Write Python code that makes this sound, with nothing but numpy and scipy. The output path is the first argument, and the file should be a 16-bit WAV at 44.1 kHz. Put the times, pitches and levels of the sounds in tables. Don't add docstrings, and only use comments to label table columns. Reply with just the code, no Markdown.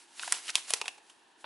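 import sys
import numpy as np
from scipy import signal
from scipy.fft import rfft, irfft
from scipy.io import wavfile
from scipy.ndimage import uniform_filter1d, map_coordinates

SR = 44100
rng = np.random.default_rng(int(sys.argv[2]) if len(sys.argv) > 2 else 0)


def inscribe(sig):
    pcm = np.round(np.clip(np.atleast_2d(sig).T, -1, 1) * 32767)
    wavfile.write(sys.argv[1], SR, pcm.astype(np.int16))


N = 63945
TOP_HZ = 11100


def amp(db):
    return 10 ** (np.asarray(db) / 20)


def unit(x):
    return x / np.sqrt(np.mean(x ** 2) + 1e-20)


def along(points, hz):
    f, values = np.transpose(points)
    f = np.maximum.accumulate(f)
    return np.interp(np.log(hz + 1), np.log(f + 1), values)


def colour(x, points, size=4096):
    gain = amp(along(points, np.fft.rfftfreq(size, 1 / SR)))
    cepstrum = irfft(np.log(gain))
    cepstrum[1:size // 2] *= 2
    cepstrum[size // 2 + 1:] = 0
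    impulse_response = irfft(np.exp(rfft(cepstrum)))
    return signal.fftconvolve(x, impulse_response)[:len(x)]


def add(track, s, x):
    part = track[max(round(s * SR), 0):][:len(x)]
    part += x[:len(part)]


def fade(t, t60):
    return np.exp(-np.log(1000) * t / t60)


def burst(envelope, count=3):
    x = rng.standard_normal(len(envelope)) * envelope
    for _ in range(count):
        z = rfft(x)
        local_power = uniform_filter1d(abs(z) ** 2, size=60)
        x = irfft(z / np.sqrt(abs(local_power) + 1e-12), len(x))
        x = x * (envelope > envelope.max() / 1000)
    return x / np.linalg.norm(x)


def grains(rate):
    struck = rng.random(N) < rate / SR
    return unit(struck * rng.standard_normal(N))


# f/Hz, relative level/dB
AIR_SPECTRUM = [(25, -28.5), (70, -27.5), (120, -18), (200, -11.5), (340, 1), (550, -10.5), (900, 2),
                (1250, -10), (1750, -1.5), (2100, -15.5), (2700, -6.5), (4000, -12.5), (11000, -37.5)]
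FLOOR_DB, FLOOR_SIDE_DB = -65, -7


def floor():
    mid, side = [unit(colour(rng.standard_normal(N), AIR_SPECTRUM)) for _ in range(2)]
    side = amp(FLOOR_SIDE_DB) * side
    return amp(FLOOR_DB) * np.array([mid + side, mid - side])


# t/s, hiss level before its waver/dB
SLIDE_COURSE = [(0, -55.5), (.07, -66), (.11, -64.5), (.16, -54.5), (.2, -45.5), (.245, -41.5),
                (.29, -44.5), (.318, -44), (.35, -39), (.385, -45.5), (.415, -51.5), (.465, -45),
                (.505, -41), (.52, -57.5), (.57, -39), (.58, -40), (.63, -53), (.665, -52), (.7, -41),
                (.72, -46), (.77, -47), (.81, -55.5), (.87, -55), (.91, -59), (1.02, -69.5), (1.1, -63),
                (1.17, -70.5), (1.36, -75.5), (1.41, -61), (1.45, -70)]
# f/Hz, relative level/dB
HISS_SPECTRUM = [(100, -34.5), (300, -6.5), (600, -10.5), (1000, 0.5), (1500, 2), (2500, 4), (4000, 4.5),
                 (6500, 4), (9000, 4.5), (11000, 4.5)]
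# f/Hz, relative level/dB
CREAK_SPECTRUM = [(100, -44.5), (400, -15), (750, 2), (1500, -7.5), (2700, -0.5), (4500, -4),
                  (11000, -29.5)]
FIBRES_PER_S, FIBRE_DB = 1100, -12
CREAKS_PER_S, CREAK_DB = 110, -11
PAPER_SIDE_DB, SLIDE_WAVER_DB = -11, 1


def slide():
    t = np.arange(N) / SR
    waver = map_coordinates(rng.standard_normal(400), [t * 60])
    level = amp(np.interp(t, *np.transpose(SLIDE_COURSE)) + SLIDE_WAVER_DB * waver)
    friction = rng.standard_normal(N) + amp(FIBRE_DB) * grains(FIBRES_PER_S)
    mid_spectrum = HISS_SPECTRUM + [(TOP_HZ + 500, -6), (TOP_HZ + 2000, -40)]
    hiss = unit(colour(friction, mid_spectrum))
    side = amp(PAPER_SIDE_DB) * unit(colour(rng.standard_normal(N), HISS_SPECTRUM))
    creaks = amp(CREAK_DB) * unit(colour(grains(CREAKS_PER_S), CREAK_SPECTRUM))
    mid = hiss + creaks
    return level * np.array([mid + side, mid - side])


# f/Hz, T60/s
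REVERBERATION = [(200, 0.99), (800, 0.52), (2700, 0.35), (6000, 0.29), (11000, .17)]
ROOM_DB, ROOM_DELAY_S = -19, 0.007
WALLS_DB, WALLS_T60_S = -19.5, .035
ROOM_SIDE_DB = -2.5


def room(x):
    hz, t, z = signal.stft(rng.standard_normal((2, SR // 2)), SR, nperseg=256)
    decay = fade(t, along(REVERBERATION, hz)[:, None])
    tail = signal.istft(z * decay, SR, nperseg=256)[1]
    t = np.arange(tail.shape[1]) / SR
    tail = tail * np.clip(t / ROOM_DELAY_S - .5, 0, 1)
    mid, side = amp(ROOM_DB) * tail / np.linalg.norm(tail[0])
    sparse = rng.standard_normal(tail.shape) * (rng.random(tail.shape) < .1)
    early = sparse * fade(t, WALLS_T60_S) * (t > .001)
    early = amp(WALLS_DB) * early / np.linalg.norm(early, axis=1, keepdims=True)
    mid = mid + early[0]
    side = amp(ROOM_SIDE_DB) * (side + early[1])
    response = np.array([mid + side, mid - side])
    return signal.fftconvolve(x[None], response, axes=1)[:, :N]


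# t/s, crack time scale/ms, shiver drive level/dB, lowest panel resonance f/Hz,
# body level/dB, hollow level above the mean of body and mid/dB, mid level/dB, bite level/dB,
# fizz level/dB, ring f/Hz, ring level/dB
CREASE_SNAPS = [ (.1954, 0.67, -6.5, 954, -9.5, 5.5, -9, 1, -26, 2720, -1.5),
                (.2275, 0.66, 1, 1140, -14, 3, -22, -15, -13, 2900, -8),
                (0.2325, 1.8, -20, 1080, -5, 3, -5, -19.5, -17, 1470, 5.5),
                (.2775, 0.51, -2.5, 900, -6.5, 2, -9.5, -14, -10, 1723, -3),
                (0.3225, 1.4, 12, 970, -13.5, 3, -9, -25, -26.5, 1260, -16),
                (0.323, 1.22, -7.5, 1050, -1.5, 8, 4, 3.5, 13, 5850, 5.5),
                (0.5548, 0.66, -9.5, 1020, 2.5, -13, 14, 14, 9, 3564, 8),
                (.7047, 2.9, -10, 750, -4, -5, 0.5, -0.5, 0.5, 10000, 2.5),
                (0.7365, 0.94, -6, 1000, 6, -5.5, 10, 8.5, 9.5, 6250, -2),
                (0.8142, 1.26, -5, 985, 5, -6.5, -0.5, 3, -7, 2630, 5.5),
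                (.8412, 1.8, -13, 850, -7.5, -11, -31, -28, -32, 2700, -8),
                (0.8566, 1, 4, 730, -15.5, -1.5, -9, -19.5, -21, 3330, -12),
                (.8690, 0.59, -0.5, 830, -16, 9, -44, -31, -26, 950, -8),
                (.8804, 0.9, -4.5, 650, -5, -4, 4.5, -1, -5, 2850, 7),
                (.9770, 7.5, -0.5, 604, -22, -6, -21, -28, -29, 855, -20),
                (1.0970, 6.2, -6, 873, -22, -8, -25, -23.5, -26.5, 3020, -14),
                (1.4425, 1.4, -1, 740, -3.5, -13, -11, -11.5, -62, 1360, -3)]
BODY_HZ, MID_HZ, BITE_HZ, FIZZ_HZ = 1150, 2480, 3900, 8500
HOLLOW_HZ = 1550
PANEL_DB, BELOW_DB, DEEP_DB = 5.5, -13, -27
CRACK_DB = -3.7
SHIVER_T60_S, SHIVER_TOP_HZ = 0.027, 10400
RING_Q = 4.2


def snaps(size=4096):
    out, t = np.zeros(N), np.arange(size) / SR
    dull = signal.butter(1, min(SHIVER_TOP_HZ, SR / 2 - 1), fs=SR)
    for s, ms, shiver_db, low_hz, body, hollow, mid, bite, fizz, ring_hz, ring_db in CREASE_SNAPS:
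        u = t / (ms / 1000)
        crack = burst(np.sqrt(u + 1e-4) * np.exp(-1.6 * u ** 2))
        shiver_envelope = fade(t, SHIVER_T60_S) * (1 - np.exp(-u ** 2))
        shiver = signal.lfilter(*dull, burst(shiver_envelope))
        force = amp(CRACK_DB) * crack + amp(shiver_db) * shiver
        shape = [
            (low_hz / 8, body + DEEP_DB), (low_hz / 2, body + BELOW_DB),
            (low_hz * 0.79, body - 5), (low_hz, body + PANEL_DB),
            (BODY_HZ, body), (HOLLOW_HZ, (body + mid) / 2 + hollow),
            (MID_HZ, mid), (BITE_HZ, bite), (FIZZ_HZ, fizz)]
        panel = signal.iirpeak(ring_hz, RING_Q, fs=SR)
        ring = signal.lfilter(*panel, signal.lfilter(*panel, force))
        add(out, s, colour(force, shape) + amp(ring_db) * ring)
    return out


# t/s, f/Hz, level before rise and damping/dB
SHEET_FLEXES = [(.2774, 706, -26), (0.3237, 363, -45), (0.555, 364, -41), (.7062, 683, -25.5),
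                (.7366, 454, -23), (0.8155, 427, -29), (0.8793, 682, -28.5)]
FLEX_T60_S, FLEX_RISE_S = .018, .0012


def flexes():
    out, t = np.zeros(N), np.arange(SR // 10) / SR
    envelope = fade(t, FLEX_T60_S) * (1 - np.exp(-t / FLEX_RISE_S)) ** 2
    for s, hz, db in SHEET_FLEXES:
        add(out, s, amp(db) * np.sin(2 * np.pi * hz * t) * envelope)
    return out


# t/s, length before the decay/s, rms level of the ungated ticks/dB, spectral peak f/Hz
EDGE_SCRAPES = [(0.48, 0.0054, -36.5, 3080), (0.488, 0.0057, -35.5, 2540), (0.4937, 0.0031, -32, 2015),
                (.5005, 0.0045, -33.5, 5410)]
SLIPS_PER_S, SLIP_SCATTER_DB = 1500, 4
SCRAPE_SKIRT_DB, SCRAPE_T60_S = -17, .016


def scrapes(count=120):
    out, t = np.zeros(N), np.arange(SR // 10) / SR
    for s, length, db, hz in EDGE_SCRAPES:
        intervals = (rng.exponential(size=count) + 1) / 2 / SLIPS_PER_S
        times = np.cumsum(intervals)
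        sizes = amp(SLIP_SCATTER_DB * rng.standard_normal(count)) * rng.choice([-1, 1], count)
        slips = np.bincount((times * SR).astype(int), sizes, minlength=len(t))[:len(t)]
        shape = [(hz / 20, -45), (hz / 6, -22), (hz * 0.53, -9), (hz * 0.91, -1),
                 (hz, 0), (hz * 3.5, SCRAPE_SKIRT_DB)]
        ticks = colour(slips, shape)
        gate = np.clip(t / 0.0013, 0, 1) * fade(np.maximum(t - length, 0), SCRAPE_T60_S)
        add(out, s, amp(db) * gate * ticks / np.std(ticks[t < length]))
    return out


PAN_DB = -.35


def scene():
    paper = slide() + snaps() + flexes() + scrapes()
    balance = amp([[PAN_DB], [-PAN_DB]])
    return (paper + room(paper.mean(axis=0))) * balance + floor()


def record(dry):
    low_pass = signal.ellip(10, .2, 70, TOP_HZ, fs=SR, output="sos")
    return signal.sosfilt(low_pass, dry)


dry = scene()
out = record(dry)
inscribe(out)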